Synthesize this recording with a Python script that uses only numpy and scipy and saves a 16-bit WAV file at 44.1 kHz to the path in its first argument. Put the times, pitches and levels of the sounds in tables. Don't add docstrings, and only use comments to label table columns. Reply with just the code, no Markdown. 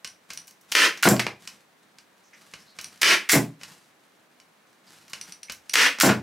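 import sys
import numpy as np
from scipy import signal
from scipy.fft import rfft, irfft
from scipy.io import wavfile
from scipy.ndimage import uniform_filter1d, minimum_filter1d

SR = 44100
rng = np.random.default_rng(int(sys.argv[2]) if len(sys.argv) > 2 else 0)


def put_to_file(sound):
    columns = np.atleast_2d(sound).T
    safe = np.clip(columns, -1, 1)
    whole_steps = np.round(safe * 32767)
    wavfile.write(sys.argv[1], SR, whole_steps.astype(np.int16))


N = 274302

# (time [s], level [dB], resonance [Hz], latch lead [s], latch level [dB], latch resonance [Hz])
STAPLE_SHOTS = [(.751, 16.5, 1800, .031, -20.5, 3090), (3.030, 17, 1950, 0.013, -17, 1930),
                (5.7548, 17, 1830, .0174, -17, 1970)]
# (time [s], level [dB], tilt [dB/octave], delay of the lever's slack [s])
NOSE_PRESSES = [(0.303, -33, 0, .031), (.478, -44.5, 8, .031), (2.787, -32.5, -0.5, .025),
                (5.497, -30, -1, 0.024)]
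# (frequency [Hz], level [dB], T60 [s])
GUN_MODES = [(1064, -9, 0.16), (1374, -15.5, 0.11), (1553, -1, 0.13), (2080, 1, 0.018), (2330, -0.5, 0.017),
             (2910, 2.5, 0.1), (3000, -2, 0.077), (4080, -1, 0.059), (4650, -8, 0.019), (4300, -5, 0.045),
             (4800, -5.5, 0.013), (5630, -5.5, 0.083)]


def amp(db):
    return 10 ** (np.asarray(db) / 20)


def unit_rms(x):
    return x / np.sqrt(np.mean(x ** 2) + 1e-20)


def unit_blow(x):
    return x / np.linalg.norm(x) * np.sqrt(.005 * SR)


def curve_at(points, hz):
    point_hz, value = np.transpose(points)
    return np.interp(np.log(hz + 1), np.log(point_hz + 1), value)


def add(mix, start_s, sound):
    part = mix[max(round(start_s * SR), 0):][:len(sound)]
    part += sound[:len(part)]


def filtered(x, spectrum):
    hz = np.fft.rfftfreq(len(x), 1 / SR)
    return irfft(rfft(x) * amp(curve_at(spectrum, hz)), len(x))


def resonant_noise(size, centre_hz, width_octaves):
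    octaves = np.log2((np.fft.rfftfreq(size, 1 / SR) + 1) / centre_hz)
    return irfft(rfft(rng.standard_normal(size)) / (1 + (octaves / width_octaves) ** 2), size)


def minimum_phase(gain_db):
    log_gain = np.log(amp(np.r_[gain_db, gain_db[-2:0:-1]]))
    return np.fft.ifft(np.exp(np.conj(signal.hilbert(log_gain)))).real


def contact_force(contact_s, size=4096):
    age = np.arange(size) / SR / contact_s
    burst = rfft(rng.standard_normal(size) * np.sqrt(age) * np.exp(-age))
    power = uniform_filter1d(abs(burst) ** 2, size=19)
    return irfft(burst / np.sqrt(power + 1e-12)) * np.exp(-age / 10)


def strike(blows, body, modes, ring_db, peak_db, peak_octaves, size=2048):
    out, t = np.zeros(N), np.arange(SR // 2) / SR
    hz = np.fft.rfftfreq(size, 1 / SR)
    for s, db, contact_s, tilt, main_hz in blows:
        octaves = np.log2(np.maximum(hz / main_hz, 1 / 10))
        colour_db = curve_at(body, hz) + tilt * octaves + peak_db * np.exp(-(octaves / peak_octaves) ** 2)
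        knock = signal.fftconvolve(contact_force(contact_s), minimum_phase(colour_db)[:size])
        ring = np.zeros(len(t))
        for mode_hz, mode_db, t60 in modes:
            nearness = np.exp(-(np.log2(mode_hz / main_hz) / peak_octaves) ** 2)
            fade = amp(mode_db + peak_db * nearness - 60 * t / t60)
            ring += fade * np.sin(2 * np.pi * (mode_hz * t + rng.random()))
        ring *= 1 - np.exp(-t / contact_s)
        add(out, s, amp(db) * unit_blow(knock))
        add(out, s, amp(db + ring_db) * unit_blow(ring))
    return out


def stereo(mid, side):
    # (frequency [Hz], side gain [dB])
    width = [(100, -27.5), (250, -16), (600, -14.5), (2000, -13.5), (6000, -11), (16000, -10.5)]
    side = filtered(side, width)
    return np.array([mid + side, mid - side])


def room_air():
    # (frequency [Hz], level [dB])
    spectrum = [(15, -78.5), (25, -49), (175, -8), (317, -6.5), (363, -9.5), (659, -9.5), (1160, -11.5),
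                (1480, -12), (1790, -12.5), (2910, -18.5), (3160, -20), (3920, -20), (5000, -26.5),
                (16000, -31.5)]
    mid, side = (unit_rms(filtered(noise, spectrum)) for noise in rng.standard_normal((2, N)))
    return amp(-62.5) * stereo(mid, amp(10.5) * side)


def early_sound(x, side_db=-9, spread_s=.001, size=256):
    glance = rng.standard_normal(size) * np.exp(-np.arange(size) / SR / spread_s)
    reflections = stereo(0, amp(side_db) * glance / np.linalg.norm(glance))
    return x + signal.oaconvolve(x[None], reflections, axes=1)[:, :N]


def workshop(x, wet_db, build_s, size=256):
    # (frequency [Hz], T60 [s])
    decay_times = [(120, .34), (300, .27), (700, .24), (2000, .225), (5000, .215), (12000, .205)]
    hz, t, bands = signal.stft(rng.standard_normal((2, SR)), SR, nperseg=size)
    decay = amp(-60 * t / curve_at(decay_times, hz)[:, None])
    _, tails = signal.istft(bands * decay, SR, nperseg=size)
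    tails *= 1 - np.exp(-(np.arange(tails.shape[1]) / SR / build_s) ** 2)
    tails /= np.linalg.norm(tails, axis=1, keepdims=True)
    return early_sound(x) + amp(wet_db) * signal.fftconvolve(x[None], stereo(*tails), axes=1)[:, :N]


def cloth_envelope(rise_s=.045, fade_db_per_s=91.5, resting_db=-70.5):
    # (time [s], duration [s], level [dB])
    pulls = [(.275, .06, -54.5), (0.655, 0.54, -58.5), (1.374, 0.11, -56.5), (2.331, .3, -59),
             (2.726, 0.35, -57), (3.581, 0.14, -53.5), (4.837, 0.17, -58.5), (5.065, .22, -55),
             (5.428, 0.68, -62.5)]
    level = np.full(N, amp(resting_db))
    for start_s, length_s, db in pulls:
        t = np.arange(N) / SR - start_s
        swell = np.clip(t / rise_s, 0, 1)
        level = np.maximum(level, swell * amp(db - fade_db_per_s * np.maximum(t - length_s, 0)))
    return level


def cloth_rustle(catches_per_s=330, spread_db=4.5, catch_db=-4.5, flutter_db=2.5):
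    # (frequency [Hz], level [dB])
    spectrum = [(50, -20.5), (120, 0.5), (200, 6), (450, -5.5), (1500, -1), (3000, -3.5), (6000, -4.5),
                (9000, -8.5), (12500, -12.5), (16000, -25)]
    catches = (rng.random(N) < catches_per_s / SR) * rng.standard_normal(N)
    catches *= amp(spread_db * np.minimum(rng.exponential(1, N), 3))
    friction = rng.standard_normal(N) + amp(catch_db) * unit_rms(catches)
    slips = unit_rms(uniform_filter1d(uniform_filter1d(rng.standard_normal(N), size=600), size=300))
    return unit_rms(filtered(friction, spectrum)) * cloth_envelope() * amp(flutter_db * slips)


def nose_scuffs():
    # (time [s], level [dB], duration [s], resonance [Hz])
    scuffs = [(2.229, -67, .07, 5960), (2.325, -55, 0.04, 2080), (2.329, -61, 0.028, 5700),
              (2.578, -62, 0.058, 5360), (2.652, -63.5, 0.096, 4280), (4.868, -61, 0.03, 4730),
              (5.481, -50, .016, 2210)]
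    out = np.zeros(N)
    for s, db, length_s, hz in scuffs:
        rub = resonant_noise(round(length_s * SR), hz, width_octaves=.2)
        add(out, s, amp(db) * unit_rms(rub * signal.windows.tukey(len(rub), .5)))
    return out


def nose_taps(touch_contact_s=.002, press_contact_s=.0035, press_hz=2330):
    # (time [s], level [dB], tilt [dB/octave], resonance [Hz])
    touches = [(0.0458, -31, 1, 5330), (1.4743, -33, 2, 5100), (1.985, -46, 1.5, 4950),
               (2.537, -36.5, -1.5, 2400), (3.612, -43.5, -3.5, 2500), (3.633, -36, 1, 5130),
               (4.400, -50.5, 1, 5530), (5.133, -30, 0.5, 2870)]
    # (frequency [Hz], level [dB])
    body = [(40, -11.5), (180, -5), (380, -16.5), (520, -6.5), (800, -13.5), (1150, -3.5), (1950, -2),
            (2400, 3.5), (3450, -5.5), (4000, -2.5), (5400, -1), (7500, -7.5), (10000, -14), (16000, -27)]
    blows = [(s, db, touch_contact_s, tilt, hz) for s, db, tilt, hz in touches]
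    blows += [(s, db, press_contact_s, tilt, press_hz) for s, db, tilt, _ in NOSE_PRESSES]
    return strike(blows, body, GUN_MODES, ring_db=-9, peak_db=2.5, peak_octaves=.1)


def spring_ticks(contact_s=.0018, tilt=1.98, main_hz=5830):
    # (time [s], level [dB])
    slips = [(.074, -37.5), (0.374, -32.5), (2.843, -33), (5.212, -32.5), (5.322, -36.5), (5.431, -36.5),
             (5.695, -29.5)]
    # (frequency [Hz], level [dB])
    body = [(60, -30), (200, -14.5), (900, -21), (2500, -4), (3700, -11), (4200, -5.5), (5200, -6.5),
            (5800, -4), (7400, -22), (9100, -5.5), (11000, -20.5), (16000, -35.5)]
    # (frequency [Hz], level [dB], T60 [s])
    modes = [(2530, -6.5, 0.043), (4120, 1, 0.048), (4530, -1.5, 0.032), (5620, -4.5, 0.05),
             (6300, 3.5, .05), (5800, -8, 0.1), (6300, -14, 0.083), (9000, 1, 0.064), (9950, -16, 0.061),
             (9200, -2.5, .07)]
    blows = [(s, db, contact_s, tilt, main_hz) for s, db in slips]
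    return strike(blows, body, modes, ring_db=-18, peak_db=10.5, peak_octaves=.055)


def coil_buzz(relative_db=-38, t60_s=.5):
    out, t = np.zeros(N), np.arange(SR // 2) / SR
    for s, db, *_ in STAPLE_SHOTS:
        buzz = resonant_noise(len(t), centre_hz=2100, width_octaves=.46)
        add(out, s, unit_rms(buzz) * amp(db + relative_db - 60 * t / t60_s))
    return out


def casing_clacks(lever_hz=5960):
    # (time [s], level [dB], tilt [dB/octave])
    pivot_creaks = [(.471, -46, 15), (.611, -54.5, 10), (.974, -38, -1), (2.975, -53, 1.5),
                    (5.080, -49.5, 0), (5.097, -50, 8), (5.986, -31, -3.5)]
    # (time [s], level [dB], contact [s], tilt [dB/octave], resonance [Hz])
    knocks = [(1.165, -31.5, 0.0011, -2, 4830), (1.1945, -16.5, 0.0039, -2.2, 2130),
              (1.266, -21, 0.0017, -5.5, 2400), (3.332, -14, .003, -3.5, 2360),
              (6.030, -17, 0.00061, 3, 6200), (6.088, -11, .013, -7, 1450)]
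    # (frequency [Hz], level [dB])
    body = [(40, -41.5), (110, -23), (220, -12.5), (600, -12), (900, -6.5), (1200, -6), (2400, -1),
            (3600, -5), (5300, -3.5), (7500, -10), (11000, -13.5), (16000, -21.5)]
    slack = [(s + delay_s, db - 5, .0019, 5.8, lever_hz) for s, db, _, delay_s in NOSE_PRESSES]
    creaks = [(s, db, .0033, tilt, lever_hz) for s, db, tilt in pivot_creaks]
    trips = [(s - lead_s, db, .0032, 1.5, hz) for s, _, _, lead_s, db, hz in STAPLE_SHOTS]
    scrapes = [(s - .0025, db - 10, .0014, 3.5, lever_hz) for s, db, *_ in trips]
    blows = slack + creaks + scrapes + trips + knocks
    return strike(blows, body, GUN_MODES, ring_db=-17.5, peak_db=6, peak_octaves=.21)


def striker_pings():
    # (time [s], level [dB], contact [s], tilt [dB/octave], resonance [Hz])
    snaps = [(1.0875, -11, 0.0022, -6, 7430), (3.315, -6.5, 0.008, -5.5, 9800),
             (6.0225, -7, 0.0016, -6, 7400)]
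    # (frequency [Hz], level [dB])
    body = [(200, -34), (3000, -24.5), (5500, -6), (6700, -7), (7500, 2.5), (8300, -6), (11000, -5.5),
            (12600, -1), (16000, -6.5)]
    # (frequency [Hz], level [dB], T60 [s])
    modes = [(6800, -4, 0.074), (7360, -1, 0.09), (8000, -4.5, .08), (9680, -4.5, 0.14), (13000, -4.5, .04)]
    return strike(snaps, body, modes, ring_db=-14, peak_db=4.5, peak_octaves=.067)


def board_thumps():
    # (time [s], level [dB], contact [s], tilt [dB/octave], resonance [Hz])
    impacts = [(1.053, -7, 0.0036, 3, 310), (1.072, -6, 0.006, 2, 215), (1.112, -14, 0.014, -1, 623),
               (3.331, -11.5, .008, 0, 310), (3.352, -10.5, 0.014, -1, 238.3),
               (6.031, -3.5, 0.0075, 3, 305), (6.072, -11.5, 0.013, 0.5, 225)]
    # (frequency [Hz], level [dB])
    body = [(30, -35.5), (70, -21), (100, -12.5), (135, -1.5), (230, 1), (320, 2), (420, -7.5), (520, -6.5),
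            (650, -7), (1000, -10), (2000, -20), (5000, -45), (16000, -60.5)]
    # (frequency [Hz], level [dB], T60 [s])
    modes = [(122, -5.5, .28), (162, -7, .17), (211.4, -3.5, .24), (239, 1.5, .1), (308.8, -3, .11),
             (399, -2, .17), (421, -6.5, .06), (577, -5, .16), (639, -6.5, .15), (757, -8.5, 0.11)]
    return strike(impacts, body, modes, ring_db=-8, peak_db=5, peak_octaves=.25)


def handle_clatter(unhook_contact_s=.0013, stop_contact_s=.0028, bounce_s=.007, loss_db=7, tilt_step=4.5):
    # (time [s], level [dB], tilt [dB/octave], resonance [Hz],
    # unhook lead [s], unhook level [dB], unhook tilt [dB/octave])
    returns = [(1.0306, -1, -2, 1490, 0.0041, -23.5, 4), (3.294, 0, 0, 2032, .004, -25, 1.5),
               (6.009, -1, 0.5, 1420, .0085, -18, 3.5)]
    # (frequency [Hz], level [dB])
    body = [(40, -46), (220, -32), (600, -24), (900, -15), (1300, -3), (2200, -1.5), (3600, -6.5),
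            (5300, -5.5), (7500, -10), (11000, -15), (16000, -21)]
    blows = []
    for s, db, tilt, hz, lead_s, unhook_db, unhook_tilt in returns:
        blows.append((s - lead_s, unhook_db, unhook_contact_s, unhook_tilt, hz))
        for k in range(3):
            blows.append((s + k * bounce_s, db - k * loss_db, stop_contact_s, tilt + k * tilt_step, hz))
    return strike(blows, body, GUN_MODES, ring_db=-13.5, peak_db=7.5, peak_octaves=.15)


def staple_shots(contact_s=.0026, tilt=1.2):
    # (frequency [Hz], level [dB])
    body = [(40, -48), (150, -28.5), (320, -6), (480, -8), (780, -13), (1200, -3.5), (2000, -0.5),
            (3100, -1), (3800, -8), (4600, -6.5), (5900, -8), (7000, -15.5), (10500, -20), (16000, -32)]
    # (frequency [Hz], level [dB], T60 [s])
    modes = [(1510, -6, 0.2), (1840, 4.5, 0.061), (1997, 3, 0.091), (2325, 1.5, 0.12), (2560, -8, 0.092),
             (2600, -6, 0.11), (3170, -4, 0.071), (3190, -3.5, .05)]
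    blows = [(s, db, contact_s, tilt, hz) for s, db, hz, *_ in STAPLE_SHOTS]
    return [strike([blow], body, modes, ring_db=-22, peak_db=3.5, peak_octaves=.41) for blow in blows]


def scene():
    shots = staple_shots()
    mechanism = nose_taps() + casing_clacks() + handle_clatter() + spring_ticks() + striker_pings()
    thumps = board_thumps()
    rustle = cloth_rustle() + nose_scuffs()
    handling = workshop(rustle + mechanism + coil_buzz(), wet_db=-4.5, build_s=.0042)
    bench = workshop(thumps, wet_db=-5.5, build_s=.0095)
    bangs = sum(workshop(shot, wet_db=-1.5, build_s=.0056) for shot in shots)
    return room_air() + handling + bench + bangs


def limiter(x, ceiling_db, recover_db_per_s, size=66):
    peak_db = 20 * np.log10(abs(x).max(0) + 1e-9)
    over_db = -minimum_filter1d(np.minimum(ceiling_db - peak_db, 0), size)
    recovery_db = np.arange(N) / SR * recover_db_per_s
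    held_db = np.maximum.accumulate(over_db + recovery_db) - recovery_db
    return x * amp(-uniform_filter1d(held_db, size))


def record(dry):
    low_hz, high_hz = 55, 15900
    bass_cut = signal.butter(3, low_hz, "highpass", fs=SR, output="sos")
    treble_cut = signal.firwin(255, high_hz, window=("kaiser", 8), fs=SR)
    limited = limiter(dry, ceiling_db=-4, recover_db_per_s=294.5)
    return signal.oaconvolve(signal.sosfilt(bass_cut, limited), treble_cut[None], "same")


dry = scene()
out = record(dry)
put_to_file(out)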